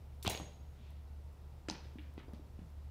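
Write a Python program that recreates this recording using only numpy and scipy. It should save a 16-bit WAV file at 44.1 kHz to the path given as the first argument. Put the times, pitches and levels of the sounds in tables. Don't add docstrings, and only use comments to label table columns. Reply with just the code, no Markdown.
import sys
import numpy as np
from scipy import signal
from scipy.io import wavfile

SR = 44100
rng = np.random.default_rng(int(sys.argv[2]) if len(sys.argv) > 2 else 0)


def natural_amplitude(level_db):
    exponent = np.asarray(level_db, float) / 20
    return 10 ** exponent


def unload_audio(sound):
    columns = np.transpose(np.atleast_2d(sound))
    steps = np.round(np.clip(columns, -1, 1) * 32767)
    wavfile.write(sys.argv[1], SR, steps.astype(np.int16))


N = 127890


def add(out, start_s, x):
    i = int(start_s * SR)
    out[i:i + len(x)] += x[:len(out) - i]


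def rms_one(x):
    return x / np.sqrt(np.mean(x ** 2) + 1e-20)


def band(x, low_hz, high_hz):
    edges_hz = [low_hz, min(high_hz, 0.45 * SR)]
    return signal.sosfilt(signal.butter(2, edges_hz, "band", fs=SR, output="sos"), x)


def drift(rate_hz):
    r = np.exp(-80 * np.pi * rate_hz / SR)
    noise = rng.standard_normal(N // 40 + 2002)
    slow = signal.lfilter([1], [1, -2 * r, r * r], noise)[2000:]
    return np.interp(np.arange(N) / 40, np.arange(len(slow)), rms_one(slow - slow.mean()))


def dying(t60_s):
    t60_s = max(t60_s, 1e-3)
    t = np.arange(int(t60_s * SR)) / SR
    return t, natural_amplitude(-60 * t / t60_s)


def rings(rows, rise_cycles):
    out = np.zeros(N)
    for start_s, peak_db, hz, t60_s in rows:
        t, fall = dying(t60_s)
        shape = fall * (1 - np.exp(-t * hz / rise_cycles))
        add(out, start_s, natural_amplitude(peak_db) * shape / shape.max() * np.sin(2 * np.pi * hz * t))
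    return out


def knocks():
    # t/s, peak level/dB, f/Hz, t60/s
    contacts = [(.2268, -40, 4500, .004), (.2490, -37, 1030, 0.012), (.2607, -45, 1510, .008),
                (.2667, -30, 3650, 0.008), (0.2665, -38, 7600, .003), (.2765, -24, 3250, 0.0087),
                (.2770, -24, 5950, 0.0023), (.2900, -34.5, 6200, 0.0034), (.3060, -39.5, 2680, 0.0081),
                (0.349, -32.5, 2840, 0.0084), (0.3751, -34.5, 4180, 0.0036), (.3990, -40, 840, 0.0095),
                (1.6850, -38, 1700, 0.01), (1.698, -35.5, 5040, 0.012), (1.6990, -26.5, 4890, 0.0034),
                (1.7105, -36.5, 5100, .008), (1.9857, -49, 2300, .008), (1.9930, -48.5, 2780, 0.014),
                (2.1787, -52.5, 1960, 0.013), (2.1930, -57, 4730, .008), (2.2850, -65, 4800, 0.017),
                (2.3345, -61, 4740, .012), (2.3480, -62, 4500, .008), (2.5896, -70, 1900, .01)]
    spread, side_db = 1.2, -7
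    rows = []
    for start_s, db, hz, t60_s in contacts:
        rows.append((start_s, db - 3, hz, t60_s))
        rows.append((start_s, db + side_db, hz * spread, t60_s))
        rows.append((start_s, db + side_db, hz / spread, t60_s))
    return rings(rows, rise_cycles=1.0)


def thuds():
    # t/s, peak level/dB, f/Hz, t60/s
    pushes = [(.2490, -37, 378, 0.051), (.2660, -30, 200, 0.042), (.2720, -29, 91, 0.061),
              (.2775, -25, 730, 0.014), (.3000, -44, 644, 0.096), (.3490, -37.5, 415, 0.022),
              (.3750, -42, 490, 0.016), (.3992, -41.5, 299, 0.035), (.3995, -37.5, 586, 0.0067),
              (1.6860, -42.5, 545, 0.018), (.2620, -38.5, 1046, 0.079), (2.3340, -47, 610, 0.013),
              (.4150, -41, 157, .08), (.8000, -57, 221, 0.14), (1.6855, -35, 316, 0.048),
              (1.6990, -35, 886, 0.018), (1.7100, -38, 198, 0.057), (1.8550, -46, 393, 0.01),
              (1.9560, -40.5, 243, 0.039), (1.9850, -46.5, 300, 0.097), (2.1790, -35, 296, 0.013),
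              (2.2820, -43.5, 300, 0.014), (2.3345, -39, 225, 0.034), (2.3950, -46, 300, 0.041),
              (2.5900, -39.5, 209, 0.018), (2.6150, -46, 167, 0.15)]
    return band(rings(pushes, rise_cycles=0.085), 48, 2700)


def rattles():
    # t/s, rms level/dB, low edge f/Hz, high edge f/Hz, t60/s
    bursts = [(0.2275, -48.5, 2140, 16000, 0.16), (0.2493, -41.5, 400, 4900, .1),
              (0.26, -39.5, 300, 4760, 0.0916), (0.265, -35, 2290, 4350, 0.0833),
              (.2760, -36, 3980, 14900, .015), (0.2952, -45, 3430, 15300, 0.26),
              (.2970, -45.5, 194, 1240, .28), (.2990, -45, 1350, 5100, .35), (0.3985, -45.5, 150, 990, .12),
              (.2967, -48, 14500, 16500, .15), (.2969, -47.5, 8000, 11200, .1),
              (0.359, -62.5, 5030, 10500, .5), (1.6854, -42, 308, 6400, .08),
              (1.708, -62, 6400, 12000, 0.135), (1.7050, -55.5, 3960, 6400, 0.4),
              (1.708, -54, 414, 3830, 0.44), (1.9847, -58, 1500, 3450, .08), (2.0000, -66, 1000, 3800, .5),
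              (2.1773, -58.5, 485, 3900, 0.19), (2.198, -59, 604, 3100, .2), (2.2810, -59, 149, 970, .45),
              (2.3353, -64, 296, 5500, 0.21), (1.8400, -66, 890, 5230, 0.38),
              (2.5905, -68.5, 400, 3140, 0.2074)]
    grains_per_s, grain_spread_db = 12000, 1.5
    clump_db, clumps = 2.2, drift(120)
    out, size = np.zeros(N), SR // 2
    for start_s, db, low_hz, high_hz, t60_s in bursts:
        hit = rng.random(size) < grains_per_s / SR
        strength = natural_amplitude(grain_spread_db * rng.exponential(1, size))
        grit = hit * strength * rng.standard_normal(size)
        grit = grit * natural_amplitude(clump_db * np.roll(clumps, -int(start_s * SR) - int(low_hz))[:size])
        fall = dying(t60_s)[1][:size]
        coloured = rms_one(band(grit, low_hz, high_hz))[-len(fall):]
        add(out, start_s, natural_amplitude(db) * band(coloured * fall, low_hz, high_hz))
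    return out


def tube():
    # f/Hz, level/dB, t60/s
    modes = [(2400, -18, .2), (3951, -6, .25), (4430, -9, .25), (5760, -14, .3), (5843, -10, .4),
             (6500, -12, .3), (6616, -1, .6), (6750, -11, .3), (6950, -14, .2), (7483, -14, .15),
             (9292, -17, .12)]
    # t/s, peak level/dB
    blows = [
        (.2968, -47),
        (.3100, -54),
        (.3500, -57.5),
        (0.396, -63),
    ]
    buzz_depth, buzz_hz = 0.75, 60
    out = 0
    for hz, level_db, t60_s in modes:
        flutter = 1 + buzz_depth * drift(buzz_hz)
        rows = [(start_s, db + level_db + rng.normal(0, 2), hz, t60_s) for start_s, db in blows]
        out = out + flutter * rings(rows, rise_cycles=1.5)
    return out


def yard(x):
    level_db, t60_s, cut_hz, gap_s = -12.5, 0.55, 4460, 0.0099
    fall = dying(t60_s)[1]
    wash = band(rng.standard_normal(N), 110, cut_hz)[:len(fall)] * fall
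    answer = np.zeros(N)
    add(answer, gap_s, wash)
    return natural_amplitude(level_db) * signal.fftconvolve(x, answer / np.sqrt(np.sum(answer ** 2)))[:N]


def far_echo():
    centre_s, width_s, level_db, hz = 0.868, 0.078, -72, 2970
    swell = np.exp(-0.5 * ((np.arange(N) / SR - centre_s) / width_s) ** 2)
    return natural_amplitude(level_db) * swell * rms_one(band(rng.standard_normal(N), hz / 1.48, hz * 1.3))


def ticks():
    # t/s, peak level/dB
    clicks = [
        (0.0791, -73),
        (0.9064, -49.5),
        (1.238, -61),
        (1.3298, -57),
        (1.5383, -62),
        (1.8376, -61.5),
        (2.139, -53),
        (2.3347, -50),
        (2.7032, -55.5),
    ]
    low_hz, trim_db = 8600, 7
    out = np.zeros(N)
    for start_s, db in clicks:
        out[int(start_s * SR)] = natural_amplitude(db + trim_db)
    return band(out, low_hz, SR)


def hum():
    # f/Hz, rms level/dB, width/Hz
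    tones = [(72.3, -51.5, 3.4), (36.5, -64, 6.5), (58, -66, 6.0), (121, -67, 4.0), (148.8, -73, 4.0)]
    steady = 0.78
    t, out = np.arange(N) / SR, 0
    for hz, db, width_hz in tones:
        wander = steady + (1 - steady) * (drift(width_hz) + 1j * drift(width_hz))
        turning = np.exp(2j * np.pi * (hz * t + rng.random()))
        out = out + natural_amplitude(db) * rms_one(np.real(wander * turning))
    return out


def floor():
    # f/Hz, level/dB
    colour = [(25, -20.5), (90, -8.5), (220, -24.5), (900, -31.5), (1500, -41), (4000, -45.5),
              (9000, -53.5), (16000, -52.5)]
    total_db, flicker_db, flicker_hz = -58.5, 0.5, 7.7
    edges_hz = 22 * 2 ** np.arange(0, 9.6, 0.5)
    white = rng.standard_normal((2, N + SR))
    hz, db = np.transpose(colour)
    out = 0
    for k, (low, high) in enumerate(zip(edges_hz, edges_hz[1:])):
        level_db = np.interp(np.log(low * high) / 2, np.log(hz), db) + flicker_db * drift(flicker_hz)
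        out = out + natural_amplitude(level_db) * band(white[k % 2], low, high)[SR:]
    return natural_amplitude(total_db) * rms_one(out)


def scene():
    sharp = knocks()
    body = thuds() + rattles() + tube()
    answer = yard(natural_amplitude(-6) * sharp + body)
    background = far_echo() + ticks() + hum() + floor()
    return (sharp + body + answer + background)[None]


def low_pass(x):
    return signal.sosfilt(signal.butter(12, 16020, fs=SR, output="sos"), x)


def record(dry):
    low_hz, top_hz = 26, 16120
    cut = signal.sosfilt(signal.cheby2(14, 60, top_hz + 250, fs=SR, output="sos"), dry)
    cut = signal.sosfilt(signal.butter(2, low_hz, "high", fs=SR, output="sos"), cut)
    return low_pass(cut)


dry = scene()
out = record(dry)
unload_audio(out)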